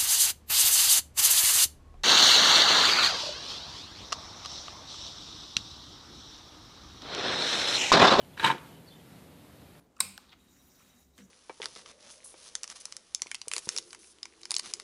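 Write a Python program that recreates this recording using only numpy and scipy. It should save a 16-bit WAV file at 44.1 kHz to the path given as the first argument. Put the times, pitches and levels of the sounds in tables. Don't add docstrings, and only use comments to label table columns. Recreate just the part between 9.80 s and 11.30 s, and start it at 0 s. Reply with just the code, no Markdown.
import sys
import numpy as np
from scipy import signal
from scipy.io import wavfile

SR = 44100
rng = np.random.default_rng(int(sys.argv[2]) if len(sys.argv) > 2 else 0)


def volts_from_db(level):
    exponent = np.asarray(level, float) / 20
    return 10 ** exponent


def int16_out(signal):
    q = np.round(np.clip(np.atleast_2d(signal).T, -1, 1) * 32767)
    wavfile.write(sys.argv[1], SR, q.astype(np.int16))


N = 66150


def rms_one(x):
    return x / np.sqrt(np.mean(x ** 2) + 1e-20)


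def in_time(rows):
    return np.interp(np.arange(N) / SR, *np.transpose(rows))


def at_hz(points, hz):
    curve_hz, value = np.transpose(points)
    return np.interp(np.log(hz), np.log(curve_hz), value)


def drift(rate_hz):
    r = np.exp(-2 * np.pi * rate_hz / SR)
    wander = signal.lfilter([1], [1, -2 * r, r * r], rng.standard_normal(N + SR))
    return rms_one(wander[SR:])


def resonance(x, hz, width_hz):
    r = np.exp(-np.pi * width_hz / SR)
    poles = [1, -2 * r * np.cos(2 * np.pi * hz / SR), r * r]
    return signal.lfilter([(1 - r * r) / 2, 0, (r * r - 1) / 2], poles, x)


def bands(gain_db):
    edges = np.minimum(25 * 2 ** np.arange(0, 10, .5), 16500)
    white = rng.standard_normal((2, N + SR))
    out = np.zeros(N)
    for k, (low, high) in enumerate(zip(edges, edges[1:])):
        band = signal.butter(2, [low, high], "band", fs=SR, output="sos")
        out += volts_from_db(gain_db(np.sqrt(low * high))) * signal.sosfilt(band, white[k % 2])[SR:]
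    return out


def struck(times, db, modes):
    first = int(min(times) * SR)
    t = (first + np.arange(SR // 16))[None] / SR - np.array(times)[:, None]
    strength = volts_from_db(np.array(db))[:, None] * (t > 0)
    t = np.maximum(t, 0)
    ring = np.zeros(t.shape[1])
    for k, (hz, level_db, t60) in enumerate(modes):
        dying = volts_from_db(level_db - 60 * t / t60) * np.sin(2 * np.pi * hz * t)
        ring += (-1) ** k * (strength * dying).sum(axis=0)
    out = np.zeros(N + SR)
    out[first:first + len(ring)] = ring
    return out[:N]


def cut(x, hz):
    return signal.sosfilt(signal.cheby2(16, 60, hz, fs=SR, output="sos"), x)


# time in seconds, then strength on pawl, on shell and on body in dB.
SNAP = [(0.2032, -15.5, -39.5, -46), (0.204, -17, -22.5, -30.5), (0.205, -12, -26, -21),
        (.2059, -29, -15, -26), (.2070, -38.5, -33.5, -21), (0.2097, -45, -23.5, -30.5)]
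# pitch in Hz, level in dB, t60 in seconds.
PAWL = [(7200, -13, .013), (7600, -14, .009), (7980, -15, .012), (9070, -15, .012), (9540, -11, .012),
        (10100, -16, .008), (10600, -20, .008), (11160, -16, .009), (12270, -17, .014), (12900, -22, .008),
        (14600, -24, .009), (15460, -24, .009)]
# pitch in Hz, level in dB, t60 in seconds.
SHELL = [(3451, -15, 0.0096), (4120, -14.5, 0.01), (4330, -8, 0.0095), (4560, -9.5, 0.012),
         (4810, -10, 0.017), (5198, -8, 0.019), (6600, -28, 0.0098)]
# pitch in Hz, level in dB, t60 in seconds.
BODY = [(774, -26, 0.048), (1061, -34.5, 0.0092), (1290, -10, 0.012), (1501, -13, 0.021),
        (2197, -12.5, 0.014), (2550, -12, .012), (2730, -15, .008)]


def handle():
    s, pawl_db, shell_db, body_db = np.transpose(SNAP)
    return struck(s, pawl_db, PAWL) + struck(s, shell_db, SHELL) + struck(s, body_db, BODY) + spring()


def spring():
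    start_s, rise_s, t60_s = .2030, .0009, .035
    caught_s, caught_t60_s = .2067, .008
    t = np.maximum(np.arange(N) / SR - start_s, 0)
    fade_db = -60 * (t / t60_s + np.maximum(t + start_s - caught_s, 0) / caught_t60_s)
    return volts_from_db(-13 + fade_db) * np.clip(t / rise_s, 0, 1) * np.sin(2 * np.pi * 8320 * t)


CRACK_S = .2029
# frequency in Hz, density in dB per Hz.
CRACK = [(290, -41), (500, -7), (729, -16.5), (807, -6), (1720, -15.5), (2500, -6.5), (6060, -14.5),
         (8210, -3), (16000, -25.5)]


def crack():
    rise_s, t60_s = .0017, .041
    t = np.arange(N) / SR - CRACK_S
    swell = volts_from_db(-26.5 - 60 * np.abs(t) / t60_s) * np.clip(t / rise_s, 0, 1)
    return swell * rms_one(bands(lambda hz: at_hz(CRACK, hz)))


# time in seconds, level in dB.
TICK = [
    (.3777, -32),
    (.3784, -39),
]
# pitch in Hz, level in dB, t60 in seconds.
LEVER = [(2500, -8, .004), (3560, -2, .0055), (4480, -8, .007), (5300, -4, .005), (6100, -12, .004),
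         (6900, -13, .004), (8050, -10, .0036), (9500, -17, .003), (11450, -11, .005), (12900, -15, .004),
         (15230, -20, .003)]


def lever():
    return struck(*np.transpose(TICK), LEVER)


# time in seconds, peak in dB,
# pitch in Hz, t60 in seconds.
TAPS = [(.2042, -26.5, 5200, .008), (0.205, -26, 2250, 0.0073), (.2088, -32, 8200, .014),
        (.3795, -46.5, 817, 0.028), (.2127, -29.5, 8600, 0.011), (0.2136, -31.5, 8470, .01),
        (.4939, -47, 4400, .005), (.4942, -54, 3500, .008), (.503, -55, 3950, .015),
        (.5292, -49, 3400, .008), (.5306, -47, 2300, .007), (0.532, -51, 1005, 0.013),
        (.537, -54, 3820, 0.011), (.5386, -52.5, 1210, 0.0095), (0.9986, -57, 2480, 0.0073),
        (1.014, -66, 2600, .008), (1.024, -63, 2100, .008), (1.069, -65, 4200, 0.0068),
        (1.139, -61, 3100, .008), (1.3801, -53.5, 1806, 0.011), (1.3876, -46, 2140, 0.0079)]


def taps():
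    return sum(struck([s], [db], [(hz, 0, t60)]) for s, db, hz, t60 in TAPS)


# start in seconds, peak in dB, pitch in Hz, rise and t60 in
# seconds.
TONES = [(.2046, -20, 3910, .0014, .026), (.2044, -27, 1062, .002, .03), (.3777, -37, 1540, .0017, .007),
         (.204, -56.5, 184, .009, .11), (.229, -51.5, 194, .021, .44), (.216, -60.5, 88.5, .031, .51),
         (1.18, -62.5, 67.5, .07, .9), (1.121, -64.5, 241, .031, .21), (1.261, -65.5, 251, .021, .21),
         (1.3842, -50, 254, .0021, .17), (1.413, -54, 193, .029, .24), (1.467, -57, 192.5, .008, .08)]


def tones():
    out = np.zeros(N)
    for s, db, hz, rise, t60 in TONES:
        t = np.maximum(np.arange(N) / SR - s, 0)
        swell = volts_from_db(db - 60 * np.maximum(t - rise, 0) / t60) * np.minimum(t / rise, 1)
        out += swell * np.sin(2 * np.pi * hz * t)
    return out


# start and length in seconds, rms in dB, pitch and width in
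# Hz.
SCUFFS = [(.164, .013, -58, 1220, 150), (.1632, .01, -62.5, 5310, 3000), (.1652, .011, -65, 2690, 210),
          (.1802, .0036, -64, 8110, 1490), (.1882, .0121, -55.5, 1110, 890),
          (.1972, .0051, -58, 6490, 3490), (.3902, .0051, -57.5, 810, 410), (.896, .066, -70.5, 5710, 410),
          (.4862, .034, -62, 3750, 500), (.761, .111, -72.5, 5810, 410), (.5162, .026, -57.5, 3510, 1200),
          (.5242, .016, -58.5, 2400, 1600), (.5182, .028, -62.5, 1300, 1500), (.5272, .016, -65, 900, 890),
          (0.72, .06, -71, 6900, 700), (0, 0.04, -78, 9960, 620), (0, 0.044, -66, 485, 330),
          (0.383, 0.17, -67, 1060, 680), (0.39, 0.14, -66.5, 3430, 2100), (0.527, 0.084, -67.5, 67.8, 16),
          (1.09, 0.045, -70, 5900, 400), (.765, 0.0067, -67, 1200, 1100), (0.979, 0.22, -69.5, 1766, 2200),
          (1.0, 0.03, -67, 1250, 600), (1.354, .004, -68, 3910, 350), (1.379, 0.0047, -55, 4000, 6600),
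          (1.377, 0.02, -59, 1500, 1260), (1.385, 0.03, -63, 420, 250), (1.379, .005, -59, 3300, 900),
          (1.385, 0.0055, -56, 5900, 2500), (1.388, 0.04, -60.5, 1600, 1900),
          (1.39, 0.026, -65, 5500, 5000), (1.412, 0.055, -68, 5900, 440), (1.387, 0.0022, -53, 900, 1800),
          (.69, .3, -78, 14300, 2700)]


def scuffs():
    grains_per_s, spread_db = 6000, 3.5
    out, t = np.zeros(N), np.arange(N) / SR
    for s, length, db, hz, width_hz in SCUFFS:
        size = volts_from_db(spread_db * np.minimum(rng.exponential(1, N), 4))
        grains = size * rng.choice([-1, 1], N) * (rng.random(N) < grains_per_s / SR)
        swell = np.sin(np.pi * np.clip((t - s) / length, 0, 1) ** 0.46) ** .5
        ring = resonance(swell * rms_one(grains) + 1e-18, hz, width_hz)
        ring = resonance(ring, hz, 2 * width_hz)
        out += volts_from_db(db) * ring * np.sqrt(SR / 3 / width_hz)
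    return out


# time in seconds, level in dB.
SLIDE = [(0, -81.5), (.1, -94.5), (.3, -72), (.5, -78.5), (.6, -73), (.72, -71.5), (.95, -69),
         (1.05, -68.5), (1.22, -70.5), (1.275, -78.5), (1.33, -80), (1.39, -67.5), (1.43, -74.5),
         (1.5, -79)]
# frequency in Hz, density in dB per Hz.
RUB = [(410, -40.5), (700, 1.5), (3320, -4.5), (3840, -3.5), (9730, -3.5), (14400, -16.5), (16000, -18)]
# pitch and width in Hz, level in dB.
SHAFT = [(5940, 900, -4.5), (6800, 1600, 3.5), (8600, 520, -11.5), (11000, 750, -6.5), (14300, 1760, 0.5)]


def shafts():
    hiss = rms_one(bands(lambda hz: at_hz(RUB, hz) - 24 * max(0, np.log2(700 / hz)) + 2.6 * drift(15)))
    white = rng.standard_normal((2, N))
    tubes = np.zeros(N)
    for hz, width_hz, db in SHAFT:
        tube = resonance(resonance(white[0], hz, width_hz), hz, width_hz)
        tubes += volts_from_db(db + 3.9 * drift(11)) * rms_one(tube)
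    whistle_hz = 3830
    whistle = rms_one(resonance(resonance(white[1], whistle_hz, 150), whistle_hz, 300))
    whistle_db = -5.5 + 1.5 * drift(25) + catches()
    return volts_from_db(in_time(SLIDE)) * (hiss + volts_from_db(1.5 * drift(8.7)) * rms_one(tubes) + volts_from_db(whistle_db) * whistle)


# centre and length in seconds, lift in dB.
CATCHES = [(.606, .02, 7), (.635, .015, 4), (.69, .03, 11), (.73, .015, 4), (.80, .04, 6), (.895, .015, 4),
           (1.02, .016, 7), (1.046, .01, 8), (1.102, .018, 9), (1.14, .008, 7), (1.187, .014, 8),
           (1.227, .008, 8), (1.345, .025, 10)]


def catches():
    t = np.arange(N) / SR
    return -3 + sum(db * np.exp(-(2 * (t - s) / length) ** 4) for s, length, db in CATCHES)


# start in seconds, level in dB, rise and t60 in seconds.
BOOMS = [
    (0.206, -48, 0.029, 0.39),
    (1.018, -64, 0.017, 1),
    (1.382, -55.5, 0.0045, 0.44),
]
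# pitch and width in Hz, level in dB.
BOARD = [(93, 16, -8.5), (148, 11, -5.5), (194.4, 12, 0.5), (235, 51, -4.5), (380, 43, -12), (493, 100, -9)]


def board():
    t = np.arange(N) / SR
    shake, hollow = np.zeros(N), np.zeros(N)
    for s, db, rise, t60 in BOOMS:
        shake += volts_from_db(db - 60 * np.maximum(t - s, 0) / t60) * np.clip((t - s) / rise, 0, 1)
    for hz, width_hz, db in BOARD:
        tone = resonance(resonance(rng.standard_normal(N), hz, width_hz), hz, 2 * width_hz)
        hollow += volts_from_db(db) * rms_one(tone)
    return shake * rms_one(hollow)


# pitch and width in Hz, level in dB.
LINGER = [(801, 61, -1), (1051, 81, -4), (2380, 520, 0), (3960, 400, 2), (4610, 910, 4.5), (7291, 301, 2),
          (8270, 590, 7.5), (9310, 790, 2.5), (11050, 201, 2.5), (12750, 151, 2)]


def wash():
    broad = volts_from_db(-41) * np.sqrt(SR / 40) * tail(CRACK_S, CRACK)
    return broad + sum(volts_from_db(db) * resonance(resonance(broad, hz, w), hz, 2 * w) for hz, w, db in LINGER)


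def room(x):
    return signal.fftconvolve(x, tail(0, [(100, 0.004), (16000, 0.0042)]))[:N]


# frequency in Hz, t60 in seconds.
ECHO_T60 = [(300, 0.57), (1000, .45), (2500, 0.51), (5000, 0.44), (8500, 0.34), (13000, 0.37)]


def tail(start_s, spectrum):
    gap_s, rise_s = .0022, .0065
    t = np.maximum(np.arange(N) / SR - start_s, 0)
    out = bands(lambda hz: at_hz(spectrum, hz) - 60 * t / at_hz(ECHO_T60, hz))
    out *= np.clip((t - gap_s) / rise_s, 0, 1)
    return out / np.sqrt(np.sum(out ** 2))


# frequency in Hz, density in dB per Hz.
HUM = [(15, -44), (25, -15.5), (58, 5.5), (97, -3.5), (236, 1.5), (754, -12), (3250, -26), (3820, -25.5),
       (16000, -32.5)]
# time in seconds, level in dB.
RUMBLE = [(0, 2), (.14, 0), (.5, 1), (1.05, -2), (1.3, -3), (1.5, 0)]


def room_hum():
    return volts_from_db(-66 + in_time(RUMBLE)) * rms_one(bands(lambda hz: at_hz(HUM, hz) + 2 * drift(2.4)))


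def scene():
    snap, rattle, scuff = handle(), crack(), scuffs()
    tick = lever() + taps()
    sent = snap + volts_from_db(-5.5) * tick + volts_from_db(5.5) * scuff
    thin = signal.butter(3, 600, "high", fs=SR, output="sos")
    near = signal.sosfilt(thin, snap + rattle + tick + volts_from_db(-16.5) * room(sent) + wash())
    soft = cut(scuff + board() + shafts() + room_hum(), 16080)
    low_cut = signal.butter(2, 35, "high", fs=SR, output="sos")
    return signal.sosfilt(low_cut, near + tones() + soft)[None]


def band_limit(x):
    return signal.sosfilt(signal.butter(12, 16570, fs=SR, output="sos"), x)


def record(dry):
    mix = cut(dry, 16800)
    return band_limit(mix)


dry = scene()
out = record(dry)
int16_out(out)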